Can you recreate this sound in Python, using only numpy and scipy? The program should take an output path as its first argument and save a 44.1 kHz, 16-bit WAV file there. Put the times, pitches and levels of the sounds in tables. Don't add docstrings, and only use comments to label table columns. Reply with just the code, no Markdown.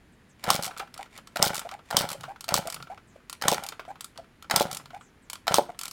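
import sys
import numpy as np
from scipy import signal
from scipy.fft import rfft, irfft, next_fast_len
from scipy.io import wavfile
from scipy.ndimage import uniform_filter1d

SR = 44100
rng = np.random.default_rng(int(sys.argv[2]) if len(sys.argv) > 2 else 0)


def file_out(sig):
    cols = np.atleast_2d(sig).T
    lim = np.clip(cols, -1, 1)
    pcm = np.round(lim * 32767).astype(np.int16)
    wavfile.write(sys.argv[1], SR, pcm)


N = 261072
TIME = np.arange(N) / SR


def from_db(db):
    return 10 ** (np.asarray(db) / 20)


def rms_one(x):
    return x / np.sqrt(np.mean(x ** 2) + 1e-20)


def peak_one(x):
    return x / np.sqrt(uniform_filter1d(x ** 2, size=44).max())


def add(out, s, sound):
    at = max(round(s * SR), 0)
    out[at:at + len(sound)] += sound[:max(N - at, 0)]


def colour(x, tone, treble_db=0):
    size = 2 * next_fast_len(len(x))
    hz = np.maximum(np.arange(size // 2 + 1) * SR / size, 1)
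    points_hz, points_db = np.transpose(tone)
    shelf = hz ** 2 / (hz ** 2 + 5000 ** 2)
    spectrum_db = np.interp(np.log(hz), np.log(points_hz), points_db) + treble_db * shelf
    cepstrum = irfft(np.log(from_db(spectrum_db)))
    cepstrum[1:size // 2] *= 2
    cepstrum[size // 2 + 1:] = 0
    return irfft(rfft(x, size) * np.exp(rfft(cepstrum)))[:len(x)]


def noise(tone):
    return rms_one(colour(rng.standard_normal(N), tone))


def smooth_noise(shape, size):
    return rms_one(uniform_filter1d(rng.standard_normal(shape), size=size))


def grains(per_s, spread_db):
    contacts = rng.random(N) < per_s / SR
    signs = rng.choice([-1, 1], N)
    return contacts * signs * from_db(spread_db * np.minimum(rng.exponential(1, N), 4))


def loose_ticks(per_s, spread_db, length, decay_s):
    tick = rng.standard_normal(length) * np.exp(-TIME[:length] / decay_s)
    return signal.fftconvolve(grains(per_s, spread_db), tick)[:N]


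def ring(x, modes):
    out = np.zeros(N)
    for hz, db, t60 in modes:
        r = from_db(-60 / (t60 * SR))
        w = 2 * np.pi * hz / SR
        out += from_db(db) * signal.lfilter([0, np.sin(w)], [1, -2 * r * np.cos(w), r * r], x + 1e-18)
    return out


def swells(rows, fade_s):
    level = np.zeros(N)
    for start, end, db in rows:
        level += from_db(db) * np.clip(np.minimum(TIME - start, end - TIME) / fade_s, 0, 1)
    return level


def hits(rows, tone, crack_s, ring_s, ring_db, gain_db, rise_s):
    out, t = np.zeros(N), TIME[:SR // 10]
    decay = np.exp(-t / crack_s) + from_db(ring_db) * np.exp(-t / ring_s)
    shape = decay * (1 - np.exp(-(t / rise_s) ** 2))
    for s, db, *treble_db in rows:
        burst = colour(rng.choice([-1, 1], len(t)) * shape, tone, *treble_db)
        add(out, s, from_db(db + gain_db) * peak_one(burst))
    return out


# (t/s, level/dB, treble/dB, wait before it chatters/s)
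STOPS = [(.503, -5.5, -2.5, 0.03), (1.426, -4, 5.5, 0.025), (1.968, -5, 1, .022), (2.541, -8.5, 2.5, 0.014),
         (3.482, -6.5, 0, .034), (4.561, -7.5, -0.5, 0.038), (5.542, -7, -0.5, 0.013)]
# (f/Hz, level/dB)
STOP_TONE = [(100, -21), (400, -15), (1100, 4), (1600, -6.5), (2600, -9.5), (3600, 3), (4500, -1.5),
             (5300, 4), (7000, -3), (8700, 0), (11000, -11), (13500, -11), (15000, -3.5), (16500, -16.5)]


def lever_stop():
    rows = [row[:-1] for row in STOPS]
    return hits(rows, STOP_TONE, crack_s=0.001, ring_s=0.011, ring_db=-22.5, gain_db=-0.5, rise_s=0.00047)


# (t/s, level/dB)
BITES = [(.44, -16.5), (1.369, -14), (1.909, -13.5), (2.489, -11), (3.422, -11.5), (4.51, -6.5),
         (5.479, -4)]
# (f/Hz, level/dB)
TAKE_UP_TONE = [(88, -44), (150, -18.5), (361, -21), (702, 2.5), (1080, -3.5), (1340, 0), (2600, -9),
                (3490, -11), (3920, -6.5), (5150, -7), (5790, -14.5), (8560, -16), (10000, -21.5),
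                (12400, -20.5), (16000, -24)]
TOUCH_DB, BITE_TREBLE_DB, BITE_DULLING = -11.5, -2.5, 0.75


def starter_gear():
    rows = []
    for (start, *_), (bite, db) in zip(STROKES, BITES):
        treble_db = BITE_TREBLE_DB - BITE_DULLING * db
        rows += [(start, db + TOUCH_DB, treble_db), (bite, db, treble_db)]
    return hits(rows, TAKE_UP_TONE, crack_s=0.001, ring_s=.005, ring_db=-11.5, gain_db=-9.5, rise_s=0.00075)


# (t/s, whirr level/dB, coasting decay/s, each turn's length over the last, turns of the crank)
STROKES = [(.438, -29.5, .08, 1.2, 4), (1.358, -28, .065, 1.13, 4), (1.904, -30.5, .076, 1.04, 4),
           (2.481, -31, .055, 1.21, 3), (3.414, -28, .06, 1, 3), (4.498, -28.5, .068, 1.21, 4),
           (5.469, -29.5, .035, 1.23, 2)]
# (f/Hz, level/dB)
WHIRR_TONE = [(35, -44.5), (60, -17.5), (527, -5.5), (822, 6), (1140, -10), (1410, 2), (1660, -9),
              (2300, -6), (2650, -19), (2900, -10), (4860, -20.5), (8510, -24), (10000, -23.5),
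              (13600, -31), (16000, -34)]


def gears(rise_db, mesh_hz, mesh_depth, lumps_db):
    level, speed = np.zeros(N), np.zeros(N)
    for (start, db, coast_s, *_), (bottom, *_) in zip(STROKES, STOPS):
        travel = np.clip((TIME - start) / (bottom - start), 0, 1)
        coast = np.exp(-np.maximum(TIME - bottom, 0) / coast_s) * (TIME > start)
        level += from_db(db + rise_db * (travel - 1)) * coast
        speed += np.sqrt(travel * coast)
    mesh = 1 + mesh_depth * np.sin(2 * np.pi * mesh_hz * np.cumsum(speed) / SR)
    load = from_db(lumps_db * smooth_noise(N, size=260))
    grind = grains(per_s=3500, spread_db=2.5) * mesh * load
    return level * rms_one(colour(grind, WHIRR_TONE))


FIRST_PUFF_S, TURN_S, TURN_UNEVEN_S, ROCK_BACK_S = .042, .0312, .001, 0.074
FIRST_PUFF_DB, PUFF_DB, PUFF_LOSS_DB, ROCK_BACK_DB = -17.5, -19, 0.5, -33


def puffs():
    rows = []
    for start, *_, slowing, turns in STROKES:
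        s = start + FIRST_PUFF_S
        rows.append((s, FIRST_PUFF_DB))
        for k in range(round(turns) - 1):
            s += TURN_S * slowing ** k
            rows.append((s + TURN_UNEVEN_S * rng.uniform(-1, 1), PUFF_DB - PUFF_LOSS_DB * k))
        rows.append((s + ROCK_BACK_S, ROCK_BACK_DB))
    return rows


# (f/Hz, level/dB)
PUFF_TONE = [(25, -29.5), (60, -13), (120, 5), (190, 6), (280, -5.5), (500, -2.5), (750, -8.5), (1050, -6),
             (2000, -20.5), (6000, -46.5)]
# (f/Hz, level/dB, t60/s)
PIPE = [(123, -39.5, 0.062), (184, -35.5, 0.13), (255, -38, 0.043), (392, -29.5, .16), (576, -17, 0.065),
        (716, -25.5, .09), (766, -25, .037), (980, -24, .1)]


def exhaust(port_lag_s, first_port_db, pulse_db, pipe_db):
    pulses = np.zeros(N)
    for s, db in puffs():
        add(pulses, s - port_lag_s, -from_db([db + first_port_db]))
        add(pulses, s, -from_db([db]))
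    return from_db(pulse_db) * colour(pulses, PUFF_TONE) + from_db(pipe_db) * ring(pulses, PIPE)


# (f/Hz, level/dB)
CHATTER_TONE = [(500, -16.5), (1400, -18.5), (2500, -5.5), (4300, 1), (6500, -5.5), (9000, -7.5),
                (13000, -10), (15500, -10)]
BOUNCE_S, BOUNCE_DB, BOUNCE_LOSS_DB = .0095, -14, 1.35


def lever_bounces(count, uneven_db):
    rows = []
    for stop, *_, delay in STOPS:
        for k, (late, strong) in enumerate(rng.uniform(-1, 1, (count, 2))):
            s = stop + delay + BOUNCE_S * (k + .2 * late)
            rows.append((s, BOUNCE_DB - BOUNCE_LOSS_DB * k + uneven_db * strong))
    return hits(rows, CHATTER_TONE, crack_s=0.00099, ring_s=.007, ring_db=-17.5, gain_db=-7.0, rise_s=0.00068)


def clatter(per_s, fade_s, gain_db):
    jolt = np.zeros(N)
    for s, db, *_ in STOPS:
        jolt += from_db(db + gain_db) * np.exp(-np.abs(TIME - s) / fade_s) * (TIME > s)
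    ticks = loose_ticks(per_s, spread_db=2.5, length=300, decay_s=0.00083)
    return jolt * rms_one(colour(ticks, CHATTER_TONE))


# (t/s, level/dB)
CLUNKS = [(3.522, -10), (4.608, -8.5), (5.584, -2.5)]
# (f/Hz, level/dB, t60/s)
FRAME = [(172.5, -21.5, 0.062), (314, -38.5, .024), (445.6, -19.5, 0.058), (593.6, -1.5, 0.048),
         (749.7, -2.5, .045), (864, 7, 0.028), (980, -6, .052)]
CLUNK_CONTACT_S, REBOUND_S, REBOUND_DB = 0.00046, .0085, -5.5


def frame(gain_db, low_cut_hz):
    blows, t = np.zeros(N), TIME[:SR // 100]
    push = t * np.exp(-2 * t / CLUNK_CONTACT_S)
    push /= push.sum()
    for s, db in CLUNKS:
        add(blows, s, from_db(db + gain_db) * push)
        add(blows, s + REBOUND_S, from_db(db + gain_db + REBOUND_DB) * push)
    low_cut = signal.butter(2, low_cut_hz, "high", fs=SR, output="sos")
    return signal.sosfilt(low_cut, ring(blows, FRAME))


# (first tooth t/s, teeth (rounded for the count),
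# first gap/s, each gap over the last, level/dB, treble/dB, scrape level/dB)
RATCHET_RUNS = [(0.624, 4.8, .0096, 1, -20.5, 3, -46), (0.7743, 3.38, 0.0064, 2.14, -29.5, 1, -54),
                (0.9405, 2.3, 0.036, 1, -31.5, -6.5, -59), (1.544, 4.72, 0.0097, 1.16, -21.5, 5, -44),
                (1.6898, 2.26, .023, 1, -28.5, -19, -54), (2.0888, 4.03, 0.013, 1.03, -22.5, 0, -55),
                (2.208, 2.28, .0254, 1.19, -34, -11, -54), (2.4074, 2, 0.034, 1, -27, -0.5, -59),
                (2.6719, 4.1, 0.028, 0.84, -23, 1.5, -53), (3.2964, 2.42, 0.031, 0.88, -24.5, -1, -57),
                (3.6365, 2, .0275, 1, -24.5, 2, -51), (4.0075, 2, 0.036, 1, -24.5, 6, -57),
                (4.7129, 4, .0155, 1.2, -22, 3, -46), (5.2988, 2, 0.032, 1, -23.5, 0.5, -55),
                (5.79, 3.72, 0.022, 0.97, -22, 1, -49), (5.8797, 2.57, 0.031, 0.89, -25.5, 4, -56)]
# (t/s, level/dB, treble/dB)
LONE_TEETH = [(.6777, -28, -6), (1.176, -32, 2), (1.272, -34.5, -12.5), (2.8248, -28.5, -20.5),
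              (3.687, -20.5, 2), (4.1751, -29.5, -17), (4.4241, -33, -8), (4.8565, -33.5, -19),
              (5.3546, -30, -20)]
# (f/Hz, level/dB)
RATCHET_TONE = [(300, -23), (800, -5.5), (1350, 2.5), (1800, -9), (3000, -2), (4500, 1), (6200, -2),
                (8000, -1.5), (10500, -4), (13000, -8), (16000, -14)]


def ratchet(uneven_db):
    rows = list(LONE_TEETH)
    for s, count, gap_s, slowing, db, treble_db, _ in RATCHET_RUNS:
        for k in range(round(count)):
            rows.append((s, db + uneven_db * rng.standard_normal(), treble_db))
            s += gap_s * slowing ** k
    return hits(rows, RATCHET_TONE, crack_s=0.00091, ring_s=0.005, ring_db=-15, gain_db=-6.5, rise_s=.0014)


# (t/s, length/s, mean f/Hz, level/dB)
HOOTS = [(0.673, 0.025, 763, -35), (0.806, 0.029, 778, -34.5), (0.991, 0.028, 787, -34.5),
         (1.65, 0.023, 697, -33), (1.72, .032, 783, -36.5), (2.146, .015, 567, -37),
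         (2.28, 0.041, 784, -35.5), (2.654, .032, 668, -34), (2.899, .038, 770, -36),
         (3.157, 0.0067, 590, -40.5), (3.623, .0325, 756, -36.5), (3.879, 0.038, 765, -35),
         (4.186, 0.018, 682, -38.5), (4.688, 0.029, 755, -38), (4.933, 0.038, 763, -37),
         (5.687, 0.02, 687.6, -32.5)]
HOOT_RISE_HZ_PER_S = 4400


def reed_valve(swell_db, release_s, waver, flutter_db, second_db, third_db, gain_db):
    out, t = np.zeros(N), TIME[:SR // 10]
    attack = 1 - np.exp(-t / 0.0012)
    for s, length, mean_hz, db in HOOTS:
        along = np.clip(t / length, 0, 1)
        jitter, flutter = smooth_noise((2, len(t)), size=130)
        hz = mean_hz + HOOT_RISE_HZ_PER_S * length * (np.sqrt(along) - 2 / 3)
        phase = 2 * np.pi * np.cumsum(hz * (1 + waver * jitter)) / SR
        release = np.exp(-np.maximum(t - length, 0) / release_s)
        level = attack * from_db(swell_db * (along - 2.5) + flutter_db * flutter) * release
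        wave = np.sin(phase)
        wave += from_db(second_db) * np.sin(2 * phase)
        wave += from_db(third_db) * np.sin(3 * phase)
        add(out, s, from_db(db + gain_db) * level * wave)
    return out


# (start t/s, end t/s, level/dB)
MOANS = [(2.16, 2.29, -50), (2.74, 2.87, -50.5), (4.68, 4.93, -57)]
# (f/Hz, level/dB)
MOAN_TONE = [(40, -30), (110, -15), (138, -5), (165, -6), (210, -40), (600, -48.5)]


def pipe_moans():
    return swells(MOANS, fade_s=0.025) * noise(MOAN_TONE)


# (t/s, level/dB)
KNOCKS = [(.709, -30.5), (.764, -29), (.797, -21.5), (1.184, -34.5), (1.552, -29), (1.614, -30),
          (1.716, -31), (2.109, -28), (2.237, -23), (2.761, -33), (2.8, -34), (3.721, -28), (3.794, -24.5),
          (4.443, -36.5), (4.797, -34.5)]
# (f/Hz, level/dB)
BACKLASH_TONE = [(200, -19), (600, -5), (1000, -3.5), (1350, 4.5), (1800, -10.5), (2300, -9), (3100, -10),
                 (4000, -16), (10000, -33)]
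PLAY_BEFORE_S, PLAY_BEFORE_DB, PLAY_AFTER_S, PLAY_AFTER_DB = .029, -34.5, 0.038, -35.5
FULL_ROCK_S, PLAY_DB_PER_S = 0.041, 450


def backlash():
    rows = list(KNOCKS)
    for s, length, *_ in HOOTS:
        swing_db = PLAY_DB_PER_S * (length - FULL_ROCK_S)
        rows.append((s - PLAY_BEFORE_S, PLAY_BEFORE_DB + swing_db))
        rows.append((s + length + PLAY_AFTER_S, PLAY_AFTER_DB + swing_db))
    return hits(rows, BACKLASH_TONE, crack_s=0.005, ring_s=0.023, ring_db=-16.5, gain_db=-6.0, rise_s=0.0013)


# (start t/s, end t/s, level/dB)
BOOT_SCRAPES = [(0.381, 0.476, -52.5), (.97, 1.067, -48), (1.1, 1.22, -46), (1.288, 1.37, -54.5),
                (1.825, 1.935, -51.5)]
LEVER_LEAD_S, LEVER_LAG_S = 0.025, 0.046
PISTON_LEAD_S, PISTON_LAG_S, PISTON_RUB_DB = 0.046, 0.041, -57.5


def scrapes():
    rows = list(BOOT_SCRAPES)
    for first, count, gap_s, *_, db in RATCHET_RUNS:
        rows.append((first - LEVER_LEAD_S, first + (count - 1) * gap_s + LEVER_LAG_S, db))
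    for s, length, *_ in HOOTS:
        rows.append((s - PISTON_LEAD_S, s + length + PISTON_LAG_S, PISTON_RUB_DB))
    return rows


# (f/Hz, level/dB)
RUB_TONE = [(100, -16.5), (400, -6), (700, 10.5), (1400, 3), (1900, 7), (4500, -3.5), (8000, -5),
            (15000, -19.5)]


def scraping(rattle_db, treble_db):
    grit = rms_one(colour(grains(per_s=7900, spread_db=-1.0), RUB_TONE, treble_db))
    ticks = loose_ticks(per_s=140, spread_db=5.5, length=400, decay_s=0.0018)
    rattle = from_db(rattle_db) * rms_one(colour(ticks, RUB_TONE))
    return swells(scrapes(), fade_s=0.071) * rms_one(grit + rattle)


# (f/Hz, level/dB, t60/s)
CASES = [(1407, -40.5, .04), (1913, -57.5, .05), (2391, -50, 0.09), (3120, -48.5, .1), (3473, -56.5, .04),
         (4130, -55.5, .06), (4630, -46.5, .06), (5546, -56.5, .03), (8900, -50, .025)]


def engine_cases(metal):
    return ring(metal, CASES)


# (delay t/s, level/dB)
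ECHOES = [(.0047, -33.5), (.0098, -27), (0.0164, -26.5)]
# (f/Hz, level/dB)
YARD_TONE = [(60, -7), (200, 7.5), (700, -1), (2000, 1), (5000, -0.5), (10000, 0), (16000, -7.5)]


def driveway(x, t60, wet_db, garage_t60, garage_db):
    t = TIME[:SR]
    decay = from_db(wet_db - 60 * t / t60) + from_db(garage_db - 60 * t / garage_t60)
    build_up = 1 - np.exp(-t / 0.006)
    response = colour(rng.standard_normal(SR) * decay * build_up, YARD_TONE)
    for s, db in ECHOES:
        add(response, s, from_db([db]))
    return x + signal.fftconvolve(x, response)[:N]


# (t/s, level/dB)
BIRD = [(.12, -69), (0.291, -62.5), (3.07, -65), (3.879, -63.5), (5.0, -61), (5.22, -66)]


def bird(length_s, top_hz, end_hz, trill):
    out, t = np.zeros(N), TIME[:SR // 5]
    for s, db in BIRD:
        along = np.clip(t / (length_s * rng.uniform(.6, 1.9)), 0, 1)
        buzz = smooth_noise(len(t), size=30)
        fall_hz = top_hz + (end_hz - top_hz) * np.sqrt(along)
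        hz = fall_hz * (rng.uniform(0.84, 1.02) + trill * buzz)
        level = from_db(db) * np.sin(np.pi * np.sqrt(along))
        add(out, s, level * np.sin(2 * np.pi * np.cumsum(hz) / SR))
    return out


# (f/Hz, level/dB)
AIR_TONE = [(15, -32), (25, -4), (229, -4.5), (354, -10.5), (476, -13), (545, -17), (591, -17), (1290, -19),
            (1740, -16.5), (2160, -20), (5880, -34), (7310, -33), (7920, -38.5), (9570, -34.5),
            (16000, -45.5)]
AIR_DB = -58


def outdoor_air():
    return from_db(AIR_DB) * noise(AIR_TONE)


def scene():
    metal = lever_stop() + starter_gear()
    metal += lever_bounces(count=4, uneven_db=-2)
    metal += clatter(per_s=260, fade_s=0.031, gain_db=-24.5)
    metal += ratchet(uneven_db=.6)
    knocks = frame(gain_db=-3.5, low_cut_hz=360) + backlash()
    engine = gears(rise_db=7.0, mesh_hz=799, mesh_depth=0.35, lumps_db=5.5)
    engine += exhaust(port_lag_s=.0014, first_port_db=-8, pulse_db=27.0, pipe_db=5.5)
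    engine += reed_valve(swell_db=2, release_s=0.00052, waver=0.04, flutter_db=3.5,
                         second_db=-18, third_db=-25, gain_db=2.5)
    engine += pipe_moans()
    bike = metal + engine_cases(metal) + knocks + engine + scraping(rattle_db=6.5, treble_db=1.0)
    yard = driveway(bike, t60=0.18, wet_db=-39.5, garage_t60=0.46, garage_db=-61.5)
    outdoors = bird(length_s=0.064, top_hz=10500, end_hz=6600, trill=0.085) + outdoor_air()
    return (yard + outdoors)[None]


CUTOFF_HZ = 16200


def record(dry):
    rounded = np.tanh(dry / .9) * .9
    top_cut = signal.ellip(10, .1, 90, CUTOFF_HZ, fs=SR, output="sos")
    return signal.sosfilt(top_cut, rounded)


dry = scene()
out = record(dry)
file_out(out)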